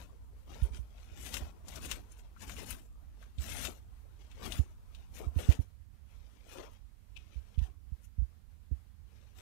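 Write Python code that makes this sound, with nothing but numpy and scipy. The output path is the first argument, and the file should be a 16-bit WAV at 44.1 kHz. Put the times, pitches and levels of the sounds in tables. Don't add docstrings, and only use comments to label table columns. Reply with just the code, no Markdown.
import sys
import numpy as np
from scipy import signal
from scipy.fft import rfft, irfft, next_fast_len
from scipy.io import wavfile
from scipy.ndimage import uniform_filter1d, map_coordinates

SR = 44100
rng = np.random.default_rng(int(sys.argv[2]) if len(sys.argv) > 2 else 0)


def put_to_file(sound):
    columns = np.atleast_2d(sound).T
    safe = np.clip(columns, -1, 1)
    whole_steps = np.round(safe * 32767)
    wavfile.write(sys.argv[1], SR, whole_steps.astype(np.int16))


N = 414969

# start_s, length_s, level_db, rise_db (over the length, as the jaws squeeze),
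# crispness_db (+ thin skin, - juicy pulp)
BITE_ROWS = [(0.0, 0.031, -54.5, -1, -2), (0.495, 0.17, -56, 3, -4.5), (0.747, 0.024, -55.5, -4.5, 0),
             (1.179, 0.11, -54.5, 8, 3.5), (1.338, 0.039, -48, -1.5, 3.5), (1.41, 0.093, -55.5, -11, -7),
             (1.688, 0.085, -52, 7, -1), (1.826, 0.03, -48.5, 2, 2), (1.908, 0.047, -48, -2.5, -1),
             (2.413, 0.018, -52, 4, 1), (2.482, 0.038, -51, 2, 1.5), (2.584, 0.052, -49, -5.5, 0.5),
             (2.68, 0.045, -49.5, 4.5, 3), (3.419, 0.075, -52.5, -1, 4), (3.498, 0.16, -45, 5.5, 2.5),
             (4.432, 0.03, -44, 7, -2), (4.512, 0.066, -49.5, -1.5, 1.5), (5.16, 0.033, -55.5, 3, 4),
             (5.21, 0.044, -58.5, 2, -8), (5.397, 0.073, -50, -5, -0.5), (5.503, 0.046, -49.5, -8, -0.5),
             (6.495, 0.035, -52.5, 7.5, 0.5), (6.573, 0.079, -52, -7, -6.5), (7.622, 0.043, -59.5, -4, -4),
             (9.39, 0.037, -57, 0, 0)]
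# frequency_hz, level_db
RUMBLE_SPECTRUM = [(15, -26), (30, -7), (45, 0.5), (70, 0), (100, -9), (135, -19), (240, -25), (600, -54)]
# frequency_hz, level_db
HISS_SPECTRUM = [(400, 12.5), (1000, 11.5), (2500, 6), (7000, -1), (13000, 0), (16000, -8)]


def amp(db):
    return 10 ** (np.asarray(db) / 20)


def unit(x):
    return x / np.sqrt(np.mean(x ** 2) + 1e-20)


def wobble(knots_per_s):
    knots = rng.standard_normal(int(N * knots_per_s / SR) + 4)
    return map_coordinates(knots, [np.arange(N) * knots_per_s / SR])


def filtered(x, response):
    n = x.shape[-1]
    padded = next_fast_len(n + 8192)
    spectrum = rfft(x, padded) * response(np.fft.rfftfreq(padded, 1 / SR))
    return irfft(spectrum, padded)[..., :n]


def shaped(x, points):
    point_hz, point_db = np.transpose(points)
    return filtered(x, lambda hz: amp(np.interp(np.log(hz + 1), np.log(point_hz), point_db)))


def coloured(x, points):
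    return unit(shaped(x, points))


def resonant(x, centre_hz, q):
    return unit(filtered(x, lambda f: 1j * f / (centre_hz ** 2 - f * f + 1j * f * centre_hz / q)))


def noise(spectrum):
    return coloured(rng.standard_normal(N), spectrum)


def add(track, start_s, sound):
    start = max(round(start_s * SR), 0)
    track[start:start + len(sound)] += sound[:max(N - start, 0)]


def bursts(n, rate_per_s, spread_db):
    spread = amp(spread_db * np.minimum(rng.exponential(size=n), 4))
    size = rng.standard_normal(n) * spread
    return unit(size * (rng.random(n) < rate_per_s / SR))


def patchy(x, narrow_db, broad_db):
    z = signal.stft(x, nperseg=1024)[2]
    field = uniform_filter1d(rng.standard_normal(z.shape), size=4, axis=1)
    broad = uniform_filter1d(field, size=25, axis=0)
    narrow = uniform_filter1d(field, size=3, axis=0) - broad
    gain_db = narrow_db * np.tanh(unit(narrow)) + broad_db * np.tanh(unit(broad))
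    return signal.istft(z * amp(gain_db), nperseg=1024)[1][:len(x)]


def strokes(rows, attack_db_per_s, release_db_per_s):
    t, power = np.arange(N) / SR, np.zeros(N)
    for start_s, length_s, level_db, rise_db in rows:
        near = slice(max(int((start_s - .5) * SR), 0), int((start_s + length_s + 1) * SR))
        u = t[near] - start_s
        held_db = level_db + rise_db * (np.clip(u / length_s, 0, 1) - .5)
        attack_db = attack_db_per_s * np.maximum(-u, 0)
        release_db = release_db_per_s * np.maximum(u - length_s, 0)
        power[near] += amp(held_db - attack_db - release_db) ** 2
    return np.sqrt(power)


def wash_on():
    end_s, fade_s = 5.6, 0.054
    return np.clip((end_s - np.arange(N) / SR) / fade_s + 1, 0, 1)


def wash():
    sink_db_per_s = 1.0
    return wash_on() * amp(-sink_db_per_s * np.arange(N) / SR)


def left_hiss():
    return amp(-73.0 + 2.4 * wobble(17)) * patchy(noise(HISS_SPECTRUM), narrow_db=3, broad_db=2)


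def right_hiss():
    return amp(-77.5 + 1.7 * wobble(5.1)) * noise(HISS_SPECTRUM)


def tray_rumble():
    return amp(-50.0 + 0.58 * wobble(2.025)) * noise(RUMBLE_SPECTRUM)


def drone(floor_db=-81):
    rumble_db, drone_db, drone_hz, drone_q = -57, -54, 53.6, 6.6
    hum = amp(drone_db) * resonant(noise(RUMBLE_SPECTRUM), drone_hz, drone_q)
    low = amp(rumble_db) * noise(RUMBLE_SPECTRUM) + hum
    return wash() * low + amp(floor_db) * noise(RUMBLE_SPECTRUM)


def sway(late_db=-22):
    # frequency_hz, level_db
    heave_spectrum = [(15, -33), (55, 2), (135, -15.5), (260, -15.5), (600, -48)]
    middling_bite_db, sway_db = -50, -46
    growth = 0.65
    tugs = []
    for start_s, length_s, level_db, rise_db, _ in BITE_ROWS:
        tug_db = sway_db + growth * (level_db - middling_bite_db)
        tugs.append((start_s, length_s, tug_db, growth * rise_db))
    rocking = strokes(tugs, attack_db_per_s=225, release_db_per_s=161)
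    return amp(late_db * (1 - wash_on())) * rocking * noise(heave_spectrum)


def knocks(bend=2.03, settle_s=0.0036, sharpness=1.51, overtone_hz=245):
    # start_s, level_db, hardness (0-1), swell_s (to the peak; also sets the decay)
    knock_rows = [(0.62, -16, 0.04, .013), (0.705, -30, 0, 0.015), (0.789, -28, 0.05, 0.012),
                  (1.413, -30, 0.17, 0.012), (3.38, -24.5, 0.37, 0.016), (4.590, -14, 0.55, 0.01),
                  (5.266, -21.5, 0.2, 0.011), (5.360, -17, 0.66, 0.011), (5.487, -6.5, 0.42, 0.0081),
                  (5.59, -17.5, 0.61, 0.0074), (7.356, -28.5, 0, 0.016), (7.576, -16.5, 0.11, 0.011),
                  (7.614, -20.5, 0.08, 0.012), (7.919, -27, 0, 0.01), (8.182, -19, .05, .015),
                  (8.218, -23, 0.1, 0.01), (8.712, -21, 0.43, 0.012)]
    soft_hz, hard_rise_hz = 57.7, 16
    scuff_spectrum = [(150, 1.5), (350, -3), (700, -15.5), (1000, -23), (12000, -37.5)]  # (Hz, dB)
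    out, t = np.zeros(N), np.arange(SR // 6) / SR
    for start_s, level_db, hardness, swell_s in knock_rows:
        settled_hz = soft_hz + hard_rise_hz * hardness
        turns = settled_hz * (t + bend * settle_s * (1 - np.exp(-t / settle_s)))
        u = t / swell_s
        flex = (u * np.exp(1 - u)) ** sharpness * np.sin(2 * np.pi * turns)
        overtone = np.sin(2 * np.pi * overtone_hz * t) * amp(-7 - 60 * t / 0.055)
        scuff = coloured(rng.standard_normal(len(t)), scuff_spectrum) * amp(-22.0 - 60 * t / 0.14)
        onset = np.minimum(t / 0.0065, 1)
        add(out, start_s, amp(level_db) * (flex + hardness * (overtone + scuff) * onset))
    return out


def squeak(waver=.07, rasp_db=1, edge_db_per_s=3500, tail_db=-11, tail_db_per_s=210):
    # frequency_hz, level_db
    rasp_spectrum = [(2000, -18), (2400, 1), (4300, -11), (12000, -29)]
    start_s, length_s, level_db, pitch_hz = 7.166, 0.01, -49, 2610
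    turns = np.cumsum(pitch_hz * (1 + waver * wobble(400))) / SR
    slip = [(start_s, length_s, level_db, 0)]
    grip = strokes(slip, edge_db_per_s, edge_db_per_s)
    tail = amp(tail_db) * strokes(slip, 900, tail_db_per_s)
    chirp = unit(np.sin(2 * np.pi * turns)) * grip
    return chirp + amp(rasp_db) * noise(rasp_spectrum) * np.maximum(grip, tail)


def fracture(t60_s, lead_s, lead_db, tail_db, tail_t60_s):
    t = np.arange(SR // 4) / SR - lead_s
    before = amp(lead_db - 20 * np.abs(t) / lead_s)
    after = amp(-60 * np.abs(t) / t60_s) + amp(tail_db - 60 * np.abs(t) / tail_t60_s)
    cracks = bursts(len(t), 6000, 0.81) + rng.standard_normal(len(t))
    return np.where(t < 0, before, after) * cracks


def pops(lead_s=0.00329, q=1.34):
    # start_s, level_db, pitch_hz, t60_s
    pop_rows = [(0.553, -43.5, 513, 0.089), (1.848, -38.5, 300, 0.18), (2.619, -37, 447, .08),
                (3.68, -35.5, 372, 0.23), (5.2, -31.5, 416, 0.14), (5.388, -30.5, 427, 0.38),
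                (5.505, -33, 510, 0.19), (6.595, -35, 493, 0.29)]
    out = np.zeros(N)
    for start_s, level_db, pitch_hz, t60_s in pop_rows:
        run = fracture(t60_s, lead_s, lead_db=-6, tail_db=-14, tail_t60_s=.12)
        pop = resonant(resonant(run, pitch_hz, q), pitch_hz, q)
        add(out, start_s - lead_s, amp(level_db - 21.0) * pop)
    return out


def snaps(q=3.2):
    # start_s, level_db, pitch_hz, broad (share of the broad crack, 0-1)
    snap_rows = [(1.262, -36.5, 2870, 0.92), (1.34, -27.5, 3550, 0.93), (1.368, -31, 2280, 0.83),
                 (1.683, -40, 5530, 0.88), (1.757, -37.5, 5440, .7), (1.848, -40, 2300, .9),
                 (1.913, -26, 2550, 0.94), (2.3626, -46, 1430, 0.04), (2.495, -36.5, 1690, 0.65),
                 (2.565, -41.5, 2530, .4), (2.705, -29, 10700, 0.2), (2.706, -39, 2370, .2),
                 (3.226, -47.5, 1550, 0.34), (3.384, -44.5, 3530, .2), (3.638, -42, 6200, 0.1),
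                 (3.65, -29, 3140, 0.81), (4.314, -49.5, 2740, 0.4), (4.458, -39.5, 2400, 0.94),
                 (4.521, -29, 3270, 0.48), (4.948, -47.5, 3530, 0.4), (5.387, -42.5, 3170, 0.3),
                 (5.522, -35.5, 2450, 0.7), (7.541, -56.5, 3220, 0), (7.587, -46, 3220, 0.36)]
    # frequency_hz, level_db
    crack_spectrum = [(200, -17), (1000, -2.5), (2800, -11.5), (7000, -2), (16000, -12.5)]
    out = np.zeros(N)
    for start_s, level_db, pitch_hz, broad in snap_rows:
        lead_s = .01 + .026 * broad
        rib = fracture(.036, lead_s, lead_db=-12, tail_db=-9, tail_t60_s=.14)
        tear = fracture(.05, lead_s, lead_db=-8, tail_db=-8, tail_t60_s=.15)
        rib_q = q / (1 + 3 * broad)
        ring = resonant(resonant(rib, pitch_hz, rib_q), pitch_hz, rib_q)
        snap = ring + broad * coloured(tear, crack_spectrum)
        add(out, start_s + .0005 - lead_s, amp(level_db - 20.0) * snap)
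    return out


def biting(name):
    bite_response = {"pulp": (-1, -0.7, 316, 161), "fibre": (0.76, 0.5, 447, 350),
                     "skin": (-1.5, 1.46, 490, 375)}
    settle_db, settle_db_per_s = -7, 159
    tissue_db, crispness_share, attack_db_per_s, release_db_per_s = bite_response[name]
    rows = []
    for start_s, length_s, level_db, rise_db, crispness_db in BITE_ROWS:
        rows.append((start_s, length_s, level_db + tissue_db + crispness_share * crispness_db, rise_db))
    bite = strokes(rows, attack_db_per_s, release_db_per_s)
    settling = amp(settle_db) * strokes(rows, attack_db_per_s, settle_db_per_s)
    return np.maximum(bite, settling)


def crackle(spread_db=0.5, span_octaves=1.528):
    level_db, rate_per_s, centre_hz, decay_cycles = 0.5, 110, 3410, 5.1
    out, t = np.zeros(N), np.arange(SR // 100) / SR
    force = biting("fibre")
    for place, pitch, size in rng.random((int(rate_per_s * N / SR), 3)):
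        at = int(place * N)
        cycles = t * centre_hz * 2 ** (span_octaves * (2 * pitch - 1))
        strength = force[at] * amp(level_db - spread_db * np.log(max(size, .05)))
        add(out, at / SR, strength * np.sin(2 * np.pi * cycles) * np.exp(-cycles / decay_cycles))
    return out


def rustling():
    # start_s, length_s, level_db
    rustle_rows = [(0.969, 0.31, -62), (2.115, 0.13, -70.5), (3.22, 0.011, -64.5), (4.215, 0.27, -65),
                   (4.961, 0.064, -66.5), (6.118, 0.64, -68.5), (7.202, 0.069, -71), (7.34, 0.026, -63.5),
                   (7.484, 0.073, -69), (9.116, 0.24, -71)]
    edge_db_per_s = 182
    rows = [(start_s, length_s, level_db, 0) for start_s, length_s, level_db in rustle_rows]
    return strokes(rows, edge_db_per_s, edge_db_per_s)


def smacking():
    # start_s, level_db
    smack_rows = [(.635, -52.5), (2.12, -59.5), (2.19, -62), (5.615, -58.5), (6.727, -63), (8.045, -61.5)]
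    length_s, edge_db_per_s = 0.0055, 598
    rows = [(start_s, length_s, level_db, 0) for start_s, level_db in smack_rows]
    return strokes(rows, edge_db_per_s, edge_db_per_s)


def tissue(spectrum, rate_per_s, rub, broad_db):
    cells = bursts(N, rate_per_s, spread_db=-0.5) + rub * rng.standard_normal(N)
    flutter = amp(1.23 * wobble(170))
    return coloured(patchy(cells, narrow_db=7.3, broad_db=broad_db) * flutter, spectrum)


def chewing(catch_db=1.0, catch_per_s=35):
    # frequency_hz, level_db
    pulp_spectrum = [(110, -15), (220, -0.5), (430, -0.5), (720, -2.5), (1050, -6), (1400, -7.5),
                     (2200, -35.5)]
    fibre_spectrum = [(800, -56), (1400, -2), (2400, -2), (6000, -7), (10000, -39)]
    skin_spectrum = [(3000, -28), (5400, -6.5), (7000, 2), (13500, -3), (16000, -9)]
    background_levels = {"pulp": (-0.05, -67), "fibre": (0, -82), "skin": (-8.5, -80.5)}
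    tissues = {"pulp": tissue(pulp_spectrum, rate_per_s=900, rub=1.0, broad_db=2.0),
               "fibre": tissue(fibre_spectrum, rate_per_s=1000, rub=1.0, broad_db=2.0),
               "skin": tissue(skin_spectrum, rate_per_s=2200, rub=0.85, broad_db=5.5)}
    drag, smack = rustling(), smacking()
    smacked = {"pulp": 0, "fibre": amp(-5) * smack, "skin": smack}
    out = np.zeros(N)
    for name, sound in tissues.items():
        rustle_db, wash_db = background_levels[name]
        power = biting(name) ** 2 + smacked[name] ** 2
        power = power + (amp(rustle_db) * drag) ** 2 + (amp(wash_db) * wash()) ** 2
        out += sound * np.sqrt(power)
    return out * amp(catch_db * wobble(catch_per_s))


def eating():
    # frequency_hz, gain_db
    hollow_response = [(1100, -0.5), (1800, -3), (2650, 1.5), (3600, 0.5), (4500, -4), (6300, 1),
                       (8000, -1)]
    return shaped(chewing() + crackle() + snaps() + pops() + squeak(), hollow_response)


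def phase_blurred(x):
    z = signal.stft(x, nperseg=256)[2]
    blurred = z * np.exp(2j * np.pi * rng.random(z.shape))
    return signal.istft(blurred, nperseg=256)[1][:len(x)]


def scene():
    meal = eating()
    left = left_hiss() + drone() + sway() + meal
    right = right_hiss() + tray_rumble() + amp(-5.5) * sway() + knocks() + amp(-33.0) * phase_blurred(meal)
    return np.array([left, right])


def record(dry):
    top_hz = 15650
    return filtered(dry, lambda hz: hz < top_hz)


dry = scene()
out = record(dry)
put_to_file(out)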